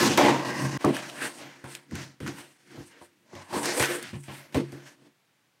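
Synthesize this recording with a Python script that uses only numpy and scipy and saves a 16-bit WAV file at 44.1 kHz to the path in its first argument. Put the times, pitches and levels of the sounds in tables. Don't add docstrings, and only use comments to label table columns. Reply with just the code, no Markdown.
import sys
import numpy as np
from scipy import signal
from scipy.fft import rfft, irfft
from scipy.io import wavfile
from scipy.ndimage import uniform_filter1d

SR = 44100
rng = np.random.default_rng(int(sys.argv[2]) if len(sys.argv) > 2 else 0)


def output_pcm(signal):
    pcm = np.clip(np.atleast_2d(signal).T, -1, 1) * 32767
    wavfile.write(sys.argv[1], SR, np.round(pcm).astype(np.int16))


N = 246959
GAP_S, GAP_FADE_S = 0.7745, 0.033


def undb(db):
    return 10 ** (np.asarray(db) / 20)


def unit(x):
    return x / np.sqrt(np.mean(x ** 2))


def resonate(x, hz, width_hz):
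    b, a = signal.iirpeak(hz, hz / width_hz, fs=SR)
    return signal.lfilter(b, a, x)


def walk(rate_hz):
    hold = int(SR / rate_hz)
    levels = rng.standard_normal(N // hold + 1)
    return 1.255 * uniform_filter1d(np.repeat(levels, hold), hold)[:N]


# mode_hz, level_db, t60_s
BOX_MODES = [(70, -12, 0.11), (95, -6, 0.31), (138.5, 0, 0.38), (183.2, -6.5, .2), (219, -4.5, 0.07),
             (286.7, -1.5, 0.17), (349, -4, 0.26), (420.3, -9.5, 0.18), (470.4, -4.5, .18),
             (517, -7, 0.087), (602, -5.5, 0.083), (737, -9.5, 0.072), (842, -11, 0.094), (945, -7, 0.091),
             (1047, -10, 0.081)]
# centre_hz, width_hz, level_db
BOARD_PEAKS = [(1290, 300, -2.5), (1589, 480, 5.5), (1972, 590, 1.5), (2750, 950, -4), (3080, 1200, -6.5)]
# centre_hz, width_hz, level_db
BLADE_PEAKS = [(1057, 84, 2), (1598, 51, 6.5), (1910, 200, 1.5), (2520, 140, -6), (2810, 98, -4),
               (4260, 190, -21), (5030, 340, -11), (6200, 370, -17)]
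# centre_hz, width_hz, level_db
RASP_PEAKS = [(4180, 1300, 0.17), (5820, 2500, -1.2)]
# centre_hz, width_hz, level_db
FIBRE_PEAKS = [(8550, 1400, 5.5), (11400, 3000, -8.5), (13900, 3900, -15)]


def rubbing():
    t = np.arange(N) / SR
    scrape_gain, boom_gain, rattle_gain, rasp_gain, hiss_gain, wall_hz = strokes(t)
    damped = [(hz, 2.33 * np.log(1000) / (np.pi * t60_s), db) for hz, db, t60_s in BOX_MODES]
    low_modes = [m for m in damped if m[0] < 550]
    high_modes = [m for m in damped if m[0] >= 550]

    coarse = slips(1200, spread_db=2.0)
    fine = slips(5000, spread_db=3.0)
    boom = sweep(coarse, 2.36, low_modes, wall_hz, focus_db=9.0)
    rattle = resonate(through(coarse, 1.26, high_modes, drift_db=2.5), 820, 1000)
    scrape = resonate(through(coarse + fine, 2.5, BOARD_PEAKS, drift_db=3.0), 2300, 3500)
    rasp = resonate(through(coarse + fine, 2.32, RASP_PEAKS, drift_db=2.5), 4600, 4500)
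    hiss = resonate(through(fine, 1.2, FIBRE_PEAKS, drift_db=5.0), 8900, 11000)

    drawing = np.interp(t, (0.423, 0.425), (0, 1)) * (t < GAP_S)
    blade = through(coarse, 2.9, BLADE_PEAKS, drift_db=0.5)
    scrape = (1 - 0.93 * drawing) * unit(scrape) + drawing * undb(1.5) * blade

    mix = scrape_gain * scrape + boom_gain * boom + rattle_gain * unit(rattle)
    mix = mix + rasp_gain * unit(rasp) + hiss_gain * unit(hiss)
    judder = undb(1.13 * walk(70))
    return mix * judder


# full_s, swell_s, hold_s, fade_s, scrape_db, boom_rel_db, pressed_wall_hz,
#          rattle_rel_db, rasp_rel_db, hiss_rel_db
STROKES = [(0.019, 2.5, 0.058, 0.1938, -26.5, 5, 272, -2, -2, -9.5),
           (0.177, -0.17, 0.028, 0.17, -23.5, 3, 320, 2, -8.5, -10),
           (0.252, 0.03, 0.045, 0.17, -26, 4, 288, 4, -10, -14.5),
           (0.449, -0.8, 0.15, -0.04, -38.5, 3.5, 258.7, -0.5, -8, -14),
           (0.593, -0.17, 0.068, -0.17, -39, 9, 219.8, -1, -10, -12.5),
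           (0.714, 0.3, .3, -4, -41, 6.5, 225, 1, -9, -15),
           (.811, .05, .03, .1, -42.5, -5, 340, -1, -7, -7),
           (0.855, -0.04, 0.037, 0.0644, -42.5, 22, 301, 12.5, -7, -11.5),
           (.96, 0.1, 0.016, 0.12, -36, -5.5, 260, -1, -8.5, -11.5),
           (1.023, -0.9, 0.046, 0.28, -45, 0, 272, 0, -5, -8),
           (1.227, 0.11, 0.038, 0.0668, -35.5, -1.5, 367, -3.5, -10, -6.5),
           (1.409, 0.2, 0.016, 0.28, -46, -1.5, 283, -4.5, -5.5, -7),
           (1.647, -0.3, 0.016, 0.18, -49.5, 3, 283, 1.5, -12, -8),
           (1.723, 0.08, 0.015, 0.09, -47, -7, 220, -10, -3, -4),
           (1.925, 0.04, 0.04, 0.15, -52, 13.5, 198, -6, -1.5, -16),
           (1.955, .03, 0.062, .11, -42.5, -2, 220, -7, -4.5, -12),
           (2.206, -0.08, 0.05, 0.14, -48, 12.5, 209, -8.5, -7.5, -5.5),
           (2.269, -0.07, 0.013, 0.09, -40.5, 4, 295, -2.5, -3.5, -9),
           (2.388, 0.1, 0.023, 0.1155, -46, -4.5, 292, -6.5, -6.5, -5),
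           (2.765, 0.11, 0.053, 0.06, -55, 9.5, 284, -1, -5, -11),
           (2.74, 0.34, .19, 0.2, -60, -7, 269, -11, -4.5, -11),
           (3.024, 0.34, 0.025, .06, -60, 1, 380, -2, -5.5, -1.5),
           (3.305, 0.4, .02, 2, -73.5, 9, 270, -6, -14, -7),
           (3.364, 0.08, 0.059, -0.08, -50.5, -1, 231, 1.5, -3.5, -18),
           (3.503, 0.08, .02, 0.3, -52.5, -9, 290, 4.5, -4, -15),
           (3.543, 0.0336, 0.042, 0.0851, -36.5, 6, 310, 5, -5.5, -3),
           (3.63, -0.0117, 0.045, 0.1555, -34.5, 2.5, 345, 1, -0.5, -7.5),
           (3.775, 0.1, 0.028, 0.1122, -34, 1.5, 480, -1, -4, 1.5),
           (3.797, -0.01, 0.034, 0.1237, -25.5, -8.5, 394, -9, -7.5, -4.5),
           (3.911, 0.05, 0.039, .1, -40, 4.5, 475, -1.5, -2, -3.5),
           (4.04, 0.28, 0.042, 0.13, -45.5, -6.5, 180, -8.5, -5.5, -8.5),
           (4.132, -0.16, 0.025, 0.03, -48, 14.5, 155, -1, -13, -16),
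           (4.234, -0.08, 0.017, 0.3, -57.5, -12, 145, -11, -3.5, 0),
           (4.282, -0.08, 0.014, 0.0957, -48, 9, 184, 4.5, -22, -12),
           (4.354, 0.17, 0.047, 0.14, -48, -6.5, 203, -9, -6, -4),
           (4.524, -0.5, .02, -0.03, -55.5, 0, 290, -7, 0, -5),
           (4.547, -0.06, 0.028, 0.05, -36.5, 8.5, 300, 2.5, -4, -7),
           (4.559, -0.1, .045, 0.05, -49, 26, 286, 3, -6, -6),
           (4.652, 0.2, .03, 0.23, -56, 7, 230, -7, -6.5, -11),
           (4.726, -0.02, 0.0088, 0.07, -54, 14.5, 320, -11, -2, -3),
           (4.767, 0.27, 0.0076, 0.08, -64, 13.5, 320, 2, -6, 2),
           (4.79, 0.8, .01, 0.14, -61.5, -8, 300, -2, -8, -4),
           (4.873, 0.1, 0.018, 0.08, -54.5, -5, 250, -3, -1.5, -4),
           (5.023, 0.16, 0.044, 0.07, -64.5, 6, 260, -1.5, -8, -9.5)]


def strokes(t):
    layers, wall = np.full((5, N), 1e-14), np.full(N, 1e-14)
    for full_s, swell_s, hold_s, fade_s, level_db, boom_db, wall_hz, *upper_db in STROKES:
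        before = np.maximum((full_s - t) / max(swell_s, 0.002), 0)
        after = np.maximum((t - full_s - hold_s) / max(fade_s, 0.045), 0)
        same_side = (t < GAP_S) == (full_s < GAP_S)
        power = 10 ** (level_db / 10 - 2 * (before + after)) * same_side
        layers = layers + power * undb([[0], [boom_db], *np.c_[upper_db]]) ** 2
        wall = wall + power * undb(boom_db) ** 2 * np.log(wall_hz)
    pressed_hz = np.exp(wall / layers[1])
    return *np.sqrt(layers), pressed_hz


def slips(per_s, spread_db):
    jerks = (rng.random(N) < per_s / SR) * rng.choice([-1., 1.], size=N)
    size_db = spread_db * np.minimum(rng.exponential(size=N), 3)
    return unit(jerks * undb(size_db))


def through(jerks, hiss, peaks, drift_db):
    total = 0
    for hz, width_hz, db in peaks:
        gain = undb(db + drift_db * walk(12))
        total = total + gain * resonate(jerks + hiss * rng.standard_normal(N), hz, width_hz)
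    return unit(total)


def sweep(jerks, hiss, peaks, centre_hz, focus_db):
    total, power = 0, 0
    for hz, width_hz, db in peaks:
        share = undb(db - focus_db * np.log2(hz / centre_hz) ** 2)
        drive = jerks + hiss * rng.standard_normal(N)
        ring = resonate(resonate(drive, hz, width_hz), hz, 3.0 * width_hz)
        total = total + share * unit(ring)
        power = power + share ** 2
    return total / np.sqrt(power)


# start_s, level_db, struck_wall_hz, cavity_hz, cavity_rel_db, upper_modes_rel_db
KNOCKS = [(0.843, -5, 387, 166, -25.5, -4), (1.638, -28, 289, 135, -14, -3),
          (1.919, -17, 176, 88, -11, -23), (2.204, -19, 210, 95, -7.5, -21),
          (2.773, -27, 286, 84, 4.5, -12), (3.011, -40.5, 400, 105.4, -15, 8),
          (3.33, -28, 290, 88, -2.5, -9), (3.524, -24.5, 217, 166, -20, 3),
          (3.554, -24.5, 288, 132, -33, 2), (3.796, -9, 570, 129, -22.5, -4),
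          (4.136, -28, 288, 135, -2, -8), (4.28, -32, 285, 135, 1, -2.5), (4.551, -10, 342, 139, -4, -10.5),
          (4.724, -25.5, 332, 133, -12.5, -21)]


def knocks():
    out, t = np.zeros(N + SR), np.arange(SR // 2) / SR
    push_decay_s, push_rise_s = 0.0101, 0.0025
    hz, db, t60_s = np.transpose(BOX_MODES)[:, :, None]
    ring = np.sin(2 * np.pi * hz * t) * np.exp(-np.log(1000) * t / t60_s)
    for start_s, level_db, wall_hz, cavity_hz, cavity_db, upper_db in KNOCKS:
        push = rng.standard_normal(len(t)) * np.exp(-t / push_decay_s)
        push = push * np.minimum(t / push_rise_s, 1)
        modes = signal.fftconvolve(push[None], ring, axes=1)[:, :len(t)]
        modes = modes / np.abs(modes).max(axis=1, keepdims=True)
        cavity = cavity_db + 7.0 - 85.0 * np.log2(hz / cavity_hz) ** 2
        wall = -25.0 * np.log2(hz / wall_hz) ** 2
        share_db = db + np.where(hz < 170, cavity, np.where(hz < 550, wall, upper_db + 2.5))
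        at = int(start_s * SR)
        out[at:at + len(t)] += np.sum(modes * undb(level_db - 10.5 + share_db), axis=0)
    return signal.sosfilt(signal.butter(2, 75, "high", fs=SR, output="sos"), out[:N])


# start_s, peak_db, ring_hz, bright_crack_rel_db
SNAPS = [(0.175, -12, 1820, -9.5), (0.248, -27, 1840, -8.5), (0.848, -18.5, 1180, -11),
         (0.967, -19.5, 1670, -21), (1.098, -27, 2720, -22), (1.212, -34, 2440, -7),
         (1.642, -34.5, 1480, -22.5), (1.751, -22.5, 2750, -6), (1.911, -37, 1580, -24),
         (1.954, -29, 2760, -13.5), (2.203, -34.5, 1730, -27), (2.264, -24, 1220, -29),
         (2.277, -25, 1260, -39), (3.353, -35, 2520, -18), (3.529, -27.5, 1210, -40),
         (3.633, -27.5, 1570, -5), (3.657, -15.5, 1850, -4), (3.797, -14, 1560, -20),
         (3.826, -10, 1580, -16), (3.857, -19, 1490, -7), (4.027, -28, 8800, -18), (4.239, -38, 2150, -7.5),
         (4.282, -40, 1620, -23.5), (4.545, -23.5, 3000, -20), (4.721, -38, 2130, -4)]


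def snaps():
    out, t = np.zeros(N + SR), np.arange(SR // 20) / SR
    for start_s, peak_db, ring_hz, bright_db in SNAPS:
        decay = np.exp(-t / 0.0011) + undb(-11) * np.exp(-t / 0.0065)
        burst = rng.standard_normal(len(t)) * decay
        bright = resonate(resonate(burst, 5000, 7200), 5000, 11000)
        crack = undb(bright_db) * bright + resonate(burst, ring_hz, 0.27 * ring_hz)
        at = int(start_s * SR)
        out[at:at + len(t)] += crack * undb(peak_db) / np.abs(crack).max()
    return out[:N]


# freq_hz, density_db (per Hz)
ROOM_SPECTRUM = [(24, -58), (40, -34.5), (130, 1.5), (262, -5.5), (570, -8), (680, -7.5), (751, -8.5),
                 (1410, -8), (2150, -7.5), (3740, -12.5), (16000, -24)]


def room_tone():
    hz, db = np.transpose(ROOM_SPECTRUM)
    f = np.maximum(np.fft.rfftfreq(N, 1 / SR), 1)
    shape = undb(np.interp(np.log(f), np.log(hz), db))
    noise = irfft(rfft(rng.standard_normal(N)) * shape, N)
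    return unit(noise) * undb(-69.5 + 0.29 * walk(3))


def scene():
    near = rubbing() + knocks() + snaps()
    echo_db, echo_t60_s, echo_delay_s = -19, 0.089, 0.004
    t = np.arange(SR // 2) / SR
    tail = rng.standard_normal(len(t)) * np.exp(-np.log(1000) * t / echo_t60_s) * (t > echo_delay_s)
    tail = signal.lfilter([1], [1, -0.5], tail)
    tail = tail / np.linalg.norm(tail)
    early = np.arange(N) / SR < GAP_S
    echo_before = signal.fftconvolve(near * early, tail)[:N]
    echo_after = signal.fftconvolve(near * ~early, tail)[:N]
    echo = np.where(early, echo_before, echo_after)
    return (near + undb(echo_db) * echo + room_tone())[None]


def record(dry):
    since_s = np.arange(N) / SR - GAP_S
    gate = np.where(since_s < 0, 1, np.clip(since_s / GAP_FADE_S, 0, 1))
    low_cut = signal.sosfilt(signal.butter(4, 72, "high", fs=SR, output="sos"), dry * gate)
    return signal.sosfilt(signal.ellip(10, 0.2, 60, 15800, fs=SR, output="sos"), low_cut)


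dry = scene()
out = record(dry)
output_pcm(out)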